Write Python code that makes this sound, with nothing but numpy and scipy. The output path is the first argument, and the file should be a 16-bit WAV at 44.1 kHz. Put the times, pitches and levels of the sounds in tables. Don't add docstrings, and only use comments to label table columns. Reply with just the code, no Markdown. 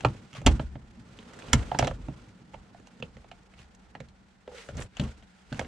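import sys
import numpy as np
from scipy import signal
from scipy.fft import rfft, irfft, next_fast_len
from scipy.io import wavfile
from scipy.ndimage import map_coordinates

SR = 44100
rng = np.random.default_rng(int(sys.argv[2]) if len(sys.argv) > 2 else 0)


def waveform_to_disk(signal):
    frames = np.transpose(np.atleast_2d(signal))
    scaled = np.clip(frames, -1, 1) * 32767
    samples = np.round(scaled).astype(np.int16)
    wavfile.write(sys.argv[1], SR, samples)


N = 250047

# (frequency [Hz], relative level [dB per Hz])
HUM_COLOUR = [(12, -19.5), (20, -2), (59, -6.5), (126, 1.5), (196, 2.5), (352, -6.5), (404, -14),
              (549, -10), (788, -1.5), (1100, -11.5), (1820, -9.5), (2470, -29.5), (3170, -28.5),
              (7730, -30), (15500, -60.5)]
# (frequency [Hz], width [Hz], level [dB])
MACHINE_TONES = [(50.4, 13, -72), (186.7, 19, -64)]
# (frequency [Hz], likeness [-1 to 1])
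HUM_ALIKE = [(25, 0.8), (60, 0.2), (180, 0.89), (550, 0.17), (1650, -0.1), (4970, -0.7), (15000, -1.1)]
# (time [s], rubbing level [dB], level of the low shaking [dB])
HAND_MOVES = [(0.0, -60.5, -47), (0.18, -62, -61), (0.3, -63.5, -64), (0.42, -65, -47), (0.56, -58.5, -55),
              (0.7, -67, -71), (0.96, -67, -52.5), (1.22, -61, -54.5), (1.5, -54, -49), (1.75, -57.5, -55),
              (1.88, -57, -58), (1.94, -67, -57), (2.0, -63, -49), (2.16, -61, -54), (2.401, -67.5, -58.5),
              (2.84, -65.5, -62), (3.2, -66.5, -60), (3.49, -67.5, -64), (3.96, -69, -64.5),
              (4.44, -71, -69.5), (4.55, -56.5, -76.5), (4.67, -59.5, -71), (4.8, -59, -49),
              (4.9, -71, -76), (4.965, -65.5, -70), (5.04, -52, -49.5), (5.139, -64, -63.5),
              (5.27, -66, -101), (5.48, -65, -88), (5.568, -56, -54), (5.67, -62, -46)]
# (time [s], level [dB])
ROCKING_LEVEL = [(0.0, -59), (0.06, -41), (0.28, -64), (0.44, -54), (0.47, -19), (0.52, -23), (0.63, -37.5),
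                 (1.17, -65), (1.44, -63.5), (1.56, -29), (1.75, -53.5), (1.85, -39), (2.3, -63.5),
                 (3.02, -71), (3.05, -56), (4.59, -67.5), (4.83, -48), (4.93, -64.5), (5.04, -38),
                 (5.35, -73), (5.59, -52), (5.67, -58)]
# (frequency [Hz], relative level [dB per Hz])
SCRAPE_COLOUR = [(530, -49.5), (900, -9), (1040, -22.5), (1420, 2.5), (1640, -3.5), (1770, -1.5),
                 (5500, -11), (7150, -77), (12100, -120)]
HISS_COLOUR = [(2350, -25), (4000, -21.5), (5050, -25), (5780, -2.5), (8310, -6), (9790, -15.5),
               (12900, -28.5), (15500, -42)]
DRONE_COLOUR = [(150, -62), (250, -6.5), (351, -9.5), (420, -1.5), (686, -10.5), (764, -9), (1400, -12),
                (1820, -43.5), (3080, -120)]
# (start [s], length [s], share spent swelling [0 to 1], level [dB], ring [Hz], width [Hz])
FINGER_STROKES = [(0.36, 0.11, .4, -43, 130, 54), (0.345, 0.08, .2, -49.5, 1340, 2597),
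                  (1.5, .07, .3, -57, 2000, 1600), (1.786, 0.15, .2, -42.5, 580, 660),
                  (1.789, 0.11, 0.19, -48, 2650, 2224), (3.56, 0.12, .3, -61.5, 1800, 3600),
                  (4.5, 0.244, .4, -65, 6700, 5700), (4.482, 0.15, .25, -50.5, 495, 45),
                  (4.482, 0.13, .2, -59.5, 830, 60), (4.53, .15, 0.48, -56.5, 2150, 2900),
                  (4.74, 0.15, 0.33, -53, 460, 320), (4.755, 0.13, .35, -50.5, 1230, 2700),
                  (4.76, 0.12, .3, -58, 7700, 3500), (4.714, 0.173, 0.35, -39, 94, 65),
                  (4.91, 0.095, 0.9, -57, 1500, 2300)]
# (time [s], crack peak [dB], hollow knock peak [dB], dashboard thump peak [dB], sharp edge peak [dB],
#  panel ring [Hz], left over right [dB], clip ring [Hz], dashboard ring [Hz])
BLOWS = [(0.0070, -37.5, -44, -44, -46, 795, 9.5, 2830, 89),
         (0.0361, -46, -35, -42, -68, 617, -3, 2780, 94),
         (0.053, -30, -21, -19, -41.5, 1000, -1, 1710, 110),
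         (0.085, -44, -40, -40, -52, 500, -3, 4200, 100), (0.048, -19, -9.5, -19, -36, 640, -4, 1950, 119),
         (0.147, -52, -43.5, -41.5, -63, 440, -2, 2810, 87),
         (0.3297, -43.5, -50.5, -61, -49, 1340, -7, 2440, 78),
         (0.3373, -46, -52, -60, -50, 900, -5, 3000, 105.3),
         (0.3497, -42, -43.5, -48.5, -51.5, 600, -5, 3000, 105),
         (0.358, -42, -48, -55, -50, 1140, 4, 2800, 119), (0.4158, -46, -39, -41, -50, 557, -5, 2160, 123),
         (0.447, -62, -42, -39.5, -75, 700, -5, 1700, 200),
         (0.4630, -15, -16.5, -10, -15.5, 550, -5, 2670, 131),
         (0.4675, -12.5, -15.5, -10.5, -22, 860, -4, 4500, 231),
         (0.472, -16, -20, -20, -26, 870, -1, 2100, 125),
         (0.4774, -34, -22.5, -16.5, -40, 780, -3, 3480, 230),
         (0.4865, -36, -32, -20, -40, 485, -1, 3000, 110), (0.511, -55, -48, -20.5, -65, 450, -1, 1800, 71),
         (0.596, -32.5, -25.5, -24.5, -60, 624, -4.5, 1770, 133.9),
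         (0.7547, -45.5, -37.5, -32.5, -76, 620, -4.5, 1830, 118),
         (1.1883, -38.5, -51, -44, -52.5, 424, -2, 3540, 192),
         (1.335, -48, -52, -55, -54, 600, -6, 1900, 170),
         (1.422, -43.5, -54, -55, -54, 600, -10, 2500, 170),
         (1.389, -43.5, -51, -59, -48, 755, -7, 1770, 173),
         (1.4836, -42, -57, -35.5, -58, 495, -6, 2750, 106),
         (1.5311, -16, -16, -22, -10.5, 1370, -5.5, 3090, 232),
         (1.5331, -12.5, -15.5, -12.5, -15, 1330, -5.5, 2200, 103),
         (1.537, -27, -23, -21, -24, 500, -3, 2450, 200), (1.593, -39.5, -43, -39, -56, 550, -4, 2100, 75),
         (1.628, -45, -44, -54, -62, 554, -16, 1710, 72),
         (1.716, -32, -18, -33.5, -50, 790, -4.5, 1660, 135),
         (1.7471, -32, -23, -30, -63, 860, -5.5, 1500, 190),
         (1.788, -20.5, -30, -25, -18.5, 460, -6.5, 1990, 260),
         (1.792, -19.5, -13.5, -23, -44, 674, -5.5, 2680, 126),
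         (1.8098, -48, -33, -22, -42, 920, 2, 3330, 105),
         (1.8255, -23.5, -17, -23, -40.5, 660, -5.5, 1470, 113),
         (1.8453, -30.5, -30, -35, -36, 503, -11, 3900, 107),
         (1.8712, -26.5, -28, -30, -30.5, 600, -6, 1600, 117),
         (1.8751, -29, -21, -26, -40, 676, -6.5, 2860, 116),
         (1.911, -37.5, -29, -32, -68, 554, -6, 1744, 92),
         (2.084, -50.5, -36.5, -27, -57, 689, -11, 2630, 166),
         (2.535, -54, -45, -50, -59, 780, -2, 2446, 320),
         (2.5408, -47.5, -39.5, -46, -59, 546, -12, 2440, 154),
         (2.5442, -43.5, -36, -41.5, -59.5, 732, -4.5, 2200, 85),
         (2.7462, -53, -43, -55, -71.5, 658, -5.5, 1610, 190),
         (2.7985, -58.5, -57, -47.5, -58, 462, -15.5, 1610, 246),
         (2.8708, -52.5, -50.5, -72.5, -50, 827, -9, 2940, 172),
         (3.0004, -51, -46, -39.5, -56, 420, -7, 1655, 178),
         (3.0246, -29, -31, -33.5, -47.5, 503, -5.5, 2700, 169),
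         (3.1679, -47, -47, -46, -56.5, 506, -6.5, 1910, 164.5),
         (3.243, -52.5, -45, -69, -71.5, 770, -4.5, 1750, 169),
         (3.3142, -39, -39.5, -64.5, -56.5, 734, -5.5, 2300, 169),
         (3.537, -51.5, -53, -61, -67.5, 1300, -4.5, 2125, 223),
         (3.5901, -49.5, -56, -50, -52, 466, -11.5, 2870, 101),
         (3.748, -57.5, -73, -60.5, -52.5, 1380, -5, 1760, 163),
         (3.951, -37.5, -34, -43, -58, 785, -4, 1790, 155),
         (4.003, -39.5, -37.5, -35, -49, 490, -7.5, 1980, 179),
         (4.086, -52, -68, -51.5, -59, 402, -7, 4440, 93),
         (4.4765, -46.5, -32, -47.5, -60, 480, -0.5, 1767, 260),
         (4.516, -62, -41.5, -59, -70, 490, 0.5, 1765, 200), (4.544, -60, -43, -60, -69, 470, 0, 1765, 200),
         (4.563, -50, -52, -60, -62, 480, 1, 1800, 200), (4.588, -47, -51, -61, -62, 480, -1, 1950, 200),
         (4.688, -37, -33.5, -39, -49, 606, 4.5, 1420, 144),
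         (4.7515, -56, -47, -46, -58, 600, -3, 1700, 110),
         (4.7696, -50, -52, -38.5, -38.5, 584, -3, 4030, 73),
         (4.793, -46, -42, -36.5, -62, 440, -16, 1950, 113),
         (4.8221, -42.5, -53, -39.5, -43.5, 420, -12, 2550, 73),
         (4.9686, -37.5, -45.5, -49.5, -39, 690, 12, 2860, 206.6),
         (4.997, -24, -30, -18.5, -35, 595, 3.5, 3380, 183), (5.012, -44, -42, -26, -48, 500, 4, 2800, 200),
         (5.037, -44, -50.5, -31, -44, 404, 12, 2780, 85),
         (5.225, -51.5, -55.5, -58, -68.5, 726, 8.5, 2930, 73),
         (5.519, -50.5, -52, -29.5, -65, 417, -5, 1890, 199),
         (5.5259, -30, -35, -29.5, -44.5, 600, -4, 1540, 149),
         (5.545, -43, -48, -30, -48, 504, -5, 1900, 130),
         (5.5932, -24, -26, -29, -31.5, 614, -5.5, 1710, 184),
         (5.6118, -37.5, -27.5, -33, -63, 510, -5, 1650, 108),
         (5.647, -41.5, -46, -49, -62, 514, -2, 1680, 73)]
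# (frequency [Hz], width [Hz], relative level [dB])
CLIP_MODES = [(1630, 370, -1.5), (2210, 300, 0.5), (2750, 540, 1.5), (3420, 500, 0.5), (3900, 320, -1.5),
              (4640, 750, -7.5)]
EDGE_MODES = [(5900, 1500, -0.5), (7480, 1400, 0.5), (8780, 3400, -8.5), (11300, 1500, -24)]
PANEL_MODES = [(400, 120, -3), (567, 160, 0), (721, 190, 0.5), (926, 190, 1), (1070, 150, -0.5),
               (1333, 150, 2.5)]
DASH_MODES = [(73, 6.3, -5), (100.5, 20, -1), (129.7, 25, 0.5), (180, 44, -1.5), (231, 40, 0),
              (330, 90, -6.5)]
FRAME_MODES = [(36, 12, -4), (49, 8.4, 0.5), (70.47, 10, 0)]
# (frequency [Hz], phase lead [rad])
PORT_LEAD = [(600, -.1), (1120, .4), (2150, 0), (4300, -.3), (5400, -.9), (7700, -1.4), (10600, -1.6)]
# (frequency [Hz], share [1 = all])
PORT_SHADE = [(60, .15), (250, .25), (600, .9), (1200, 1.6), (2500, 1.1), (5000, .15), (10000, 0)]
# (frequency [Hz], time to fall 60 dB [s])
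CABIN_T60 = [(100, 0.15), (500, 0.13), (3000, 0.072), (12000, 0.033)]
# (frequency [Hz], likeness [0 to 1])
ANSWER_ALIKE = [(300, 0.81), (1000, 0.24), (4000, 0.2)]
# (frequency [Hz], gain [dB])
MIC_TONE = [(20, -2), (8000, 3.5), (10000, 0), (12000, -7), (15500, -15.5)]

HUM_DB = -66
# (frequency [Hz], likeness of left and right [0 to 1])
STROKE_ALIKE = [(100, 0.95), (1000, 0.7), (8000, 0.11)]
RUB_ALIKE = [(100, 0.99), (1000, 0.46), (10000, 0.24)]
HISS_DB, HISS_GROWS = -68, 1.14
DRONE_DB, DRONE_GROWS = -58, 1.13
DRONE_SHAKES = 0.22
CREAKS_PER_S, CREAK_SPREAD_DB = 770, 4
CREAK_DB, CREAK_GROWS = -7.5, 0.8
RATTLE_DB, RATTLE_T60_S = -40, 0.32
SHAKE_DB, SHAKE_T60_S = -27, 0.49
SNAP, BLOW, SHOVE = 15, 10.8, 0.25
CHATTER_T60_S = 0.035
BOOM_DB, BOOM_GROWS = -46, 0.6
TOP_HZ = 15800


def amp(db):
    return 10 ** (np.asarray(db) / 20)


def unit(x):
    return x / np.sqrt(np.mean(x ** 2) + 1e-20)


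def peak(x, db):
    return amp(db) * x / np.abs(x).max()


def along(points, hz):
    f, v = np.transpose(points)
    return np.interp(np.log(hz + 1), np.log(f + 1), v)


def over_time(points):
    return np.interp(np.arange(N) / SR, *np.transpose(points))


def wobble(rate):
    knots = rng.standard_normal(int(N * rate / SR) + 4)
    return map_coordinates(knots, [np.arange(N) * rate / SR])


def filtered(x, response):
    m = next_fast_len(x.shape[-1] + 8192)
    spectrum = rfft(x, m) * response(np.fft.rfftfreq(m, 1 / SR))
    return irfft(spectrum, m)[..., :x.shape[-1]]


def body(modes):
    def ring(f, c, w, db):
        return amp(db) * 1j * f * w / (c * c - f * f + 1j * f * w)
    return lambda f: sum((-1) ** k * ring(f, *mode) for k, mode in enumerate(modes))


def struck(modes, hz, db, sharp):
    modes = [(c, w, level + rng.normal(0, 1.51)) for c, w, level in modes]
    return lambda f: body(modes)(f) * (1 + body([(hz, hz / sharp, db)])(f))


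def rush(response, alike):
    def split(hz):
        turn = np.arccos(np.clip(along(alike, hz), -1, 1)) / 2
        return response(hz) * [np.cos(turn), np.sin(turn)]
    mid, side = filtered(rng.standard_normal((2, N)), split)
    return unit(np.array([mid + side, mid - side]))


def ports(pan_db):
    side = np.array([[.5], [-.5]])
    return lambda f: amp(side * pan_db * along(PORT_SHADE, f)) * np.exp(1j * side * along(PORT_LEAD, f))


def cabin(x):
    hz, t, z = signal.stft(rng.standard_normal((2, SR // 5)), SR, nperseg=256)
    alike = np.clip(along(ANSWER_ALIKE, hz), 0, 1)[:, None]
    z[1] = alike * z[0] + np.sqrt(1 - alike ** 2) * z[1]
    fade = amp(-60 * t / along(CABIN_T60, hz)[:, None])
    tail = signal.istft(z * fade, SR, nperseg=256)[1]
    tail = tail / np.linalg.norm(tail[0])
    delayed = np.pad(x, (150, 0))[None]
    return signal.fftconvolve(delayed, tail, axes=1)[:, :len(x)]


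def lingering(column, db, t60):
    rows, jumps = np.array(BLOWS), np.zeros(N)
    jumps[np.round(rows[:, 0] * SR).astype(int)] = amp(rows[:, column] + db)
    return signal.lfilter([1], [1, -amp(-60 / (t60 * SR))], jumps)


def hum():
    tones = 0
    for hz, width, db in MACHINE_TONES:
        tones = tones + amp(db) * rush(lambda f: body([(hz, width, 0)])(f) ** 2, HUM_ALIKE)
    return tones + amp(HUM_DB + 1.9 * wobble(2.7)) * rush(lambda f: amp(along(HUM_COLOUR, f)), HUM_ALIKE)


def shaking(low_db):
    level = amp(low_db) + lingering(column=3, db=SHAKE_DB, t60=SHAKE_T60_S)
    skin = amp(3 * wobble(38)) * rush(lambda f: body(DASH_MODES)(f) ** 2, [(100, 0.96)])
    frame = amp(2.5 * wobble(12)) * rush(lambda f: body(FRAME_MODES)(f) ** 2, [(50, 0.94)])
    return level * unit(skin) + amp(over_time(ROCKING_LEVEL)) * unit(frame)


def creaks(rub_db):
    slips = (rng.random(N) < CREAKS_PER_S / SR) * amp(CREAK_SPREAD_DB * rng.standard_normal(N))
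    level_db = CREAK_DB + rub_db + CREAK_GROWS * (rub_db + 59)
    return amp(level_db) * unit(filtered(slips, lambda f: body(CLIP_MODES)(f) * ports(-6)(f)))


def hand():
    s, rubbing, low = np.transpose(HAND_MOVES)
    rub_db, low_db = [over_time(np.transpose([s, level])) for level in (rubbing, low)]
    rub = amp(rub_db) + lingering(column=1, db=RATTLE_DB, t60=RATTLE_T60_S)
    rub_ratio = rub / amp(-60)
    grain = 2.2 * wobble(90) + 0.31 * wobble(440)

    scrape = rub * unit(amp(grain) * rush(lambda f: amp(along(SCRAPE_COLOUR, f)), RUB_ALIKE))
    hiss = unit(amp(1.1 * grain) * rush(lambda f: amp(along(HISS_COLOUR, f)), RUB_ALIKE))
    hiss = amp(HISS_DB) * rub_ratio ** HISS_GROWS * hiss
    drone = unit(amp(0.79 * wobble(40)) * rush(lambda f: amp(along(DRONE_COLOUR, f)), RUB_ALIKE))
    drone = amp(DRONE_DB + DRONE_SHAKES * (low_db + 60)) * rub_ratio ** DRONE_GROWS * drone

    to_the_right = amp([[-1.2], [1.2]])
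    return to_the_right * (scrape + drone) + hiss + creaks(rub_db) + shaking(low_db)


def strokes():
    out, t = np.zeros((2, N)), np.arange(N) / SR
    for s, length, rise, db, hz, width in FINGER_STROKES:
        progress = np.clip((t - s) / length, 0, 1)
        rise = np.clip(rise, .05, .95)
        ramp = np.minimum(progress / rise, (1 - progress) / (1 - rise))
        swell = np.sin(np.pi / 2 * ramp) ** 1.5
        stutter_db = 2.6 * wobble(60) + 3 * wobble(260)
        singing = rush(lambda f: body([(hz, width, 0)])(f) ** 2, STROKE_ALIKE)
        out += amp(db + stutter_db) * swell * singing
    return out


def hits():
    out, t = np.zeros((2, N + SR)), np.arange(SR // 2) / SR

    def dull(f, hz):
        return 1 / (1 + 1j * f / hz) ** 2

    def push(rise):
        return (t / rise) * np.exp(-t / rise)

    for s, crack_db, knock_db, thump_db, edge_db, knock_hz, pan_db, crack_hz, thump_hz in BLOWS:
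        slips = rng.standard_normal((5, len(t))) * amp(6.72 * rng.standard_normal(len(t)))
        fall = amp(-60 * t / CHATTER_T60_S)
        fall = fall + amp(-26.5 - 60 * t / 0.1)
        fall = fall + 1.3 * amp(-60 * t / 0.0059)
        chatter = slips * fall * (1 - np.exp(-t / 0.00038))

        clip = struck(CLIP_MODES, crack_hz, db=7, sharp=4)
        panel = struck(PANEL_MODES, knock_hz, db=14, sharp=4.5)
        dash = struck(DASH_MODES, thump_hz, db=8, sharp=3.7)
        punch = body([(thump_hz, .8 * thump_hz, 5)])

        crack = filtered(chatter[0] + SNAP * push(0.00004), lambda f: clip(f) * dull(f, 14000))
        knocking = chatter[1] * amp(-60 * t / 0.05) + BLOW * push(0.00016)
        knock = filtered(knocking, lambda f: panel(f) * dull(f, 1800))
        edge = filtered(chatter[2] * amp(-60 * t / 0.13), body(EDGE_MODES))
        shudder = SHOVE * push(0.00091) + slips[3] * (0.4 * push(0.002) + 0.09 * push(.016))
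        thump = filtered(shudder, lambda f: (dash(f) + punch(f)) * dull(f, 330))
        boom = filtered(slips[4] * push(0.014), lambda f: body(FRAME_MODES)(f) * dull(f, 150))

        near = peak(crack, crack_db) + peak(knock, knock_db) + peak(edge, edge_db)
        boom_db = BOOM_DB + BOOM_GROWS * (thump_db + 30)
        low = peak(thump, thump_db) + peak(boom, boom_db)
        heard = filtered(near + low, ports(pan_db)) + amp(-11) * cabin(near)
        out[:, round(s * SR):][:, :len(t)] += heard
    return out[:, :N]


def scene():
    near = filtered(strokes() + hits(), lambda f: amp(along(MIC_TONE, f)))
    return hum() + hand() + near


def record(dry):
    limited = dry / (1 + np.abs(dry / .95) ** 6) ** (1 / 6)
    return filtered(limited, lambda hz: hz < TOP_HZ)


dry = scene()
out = record(dry)
waveform_to_disk(out)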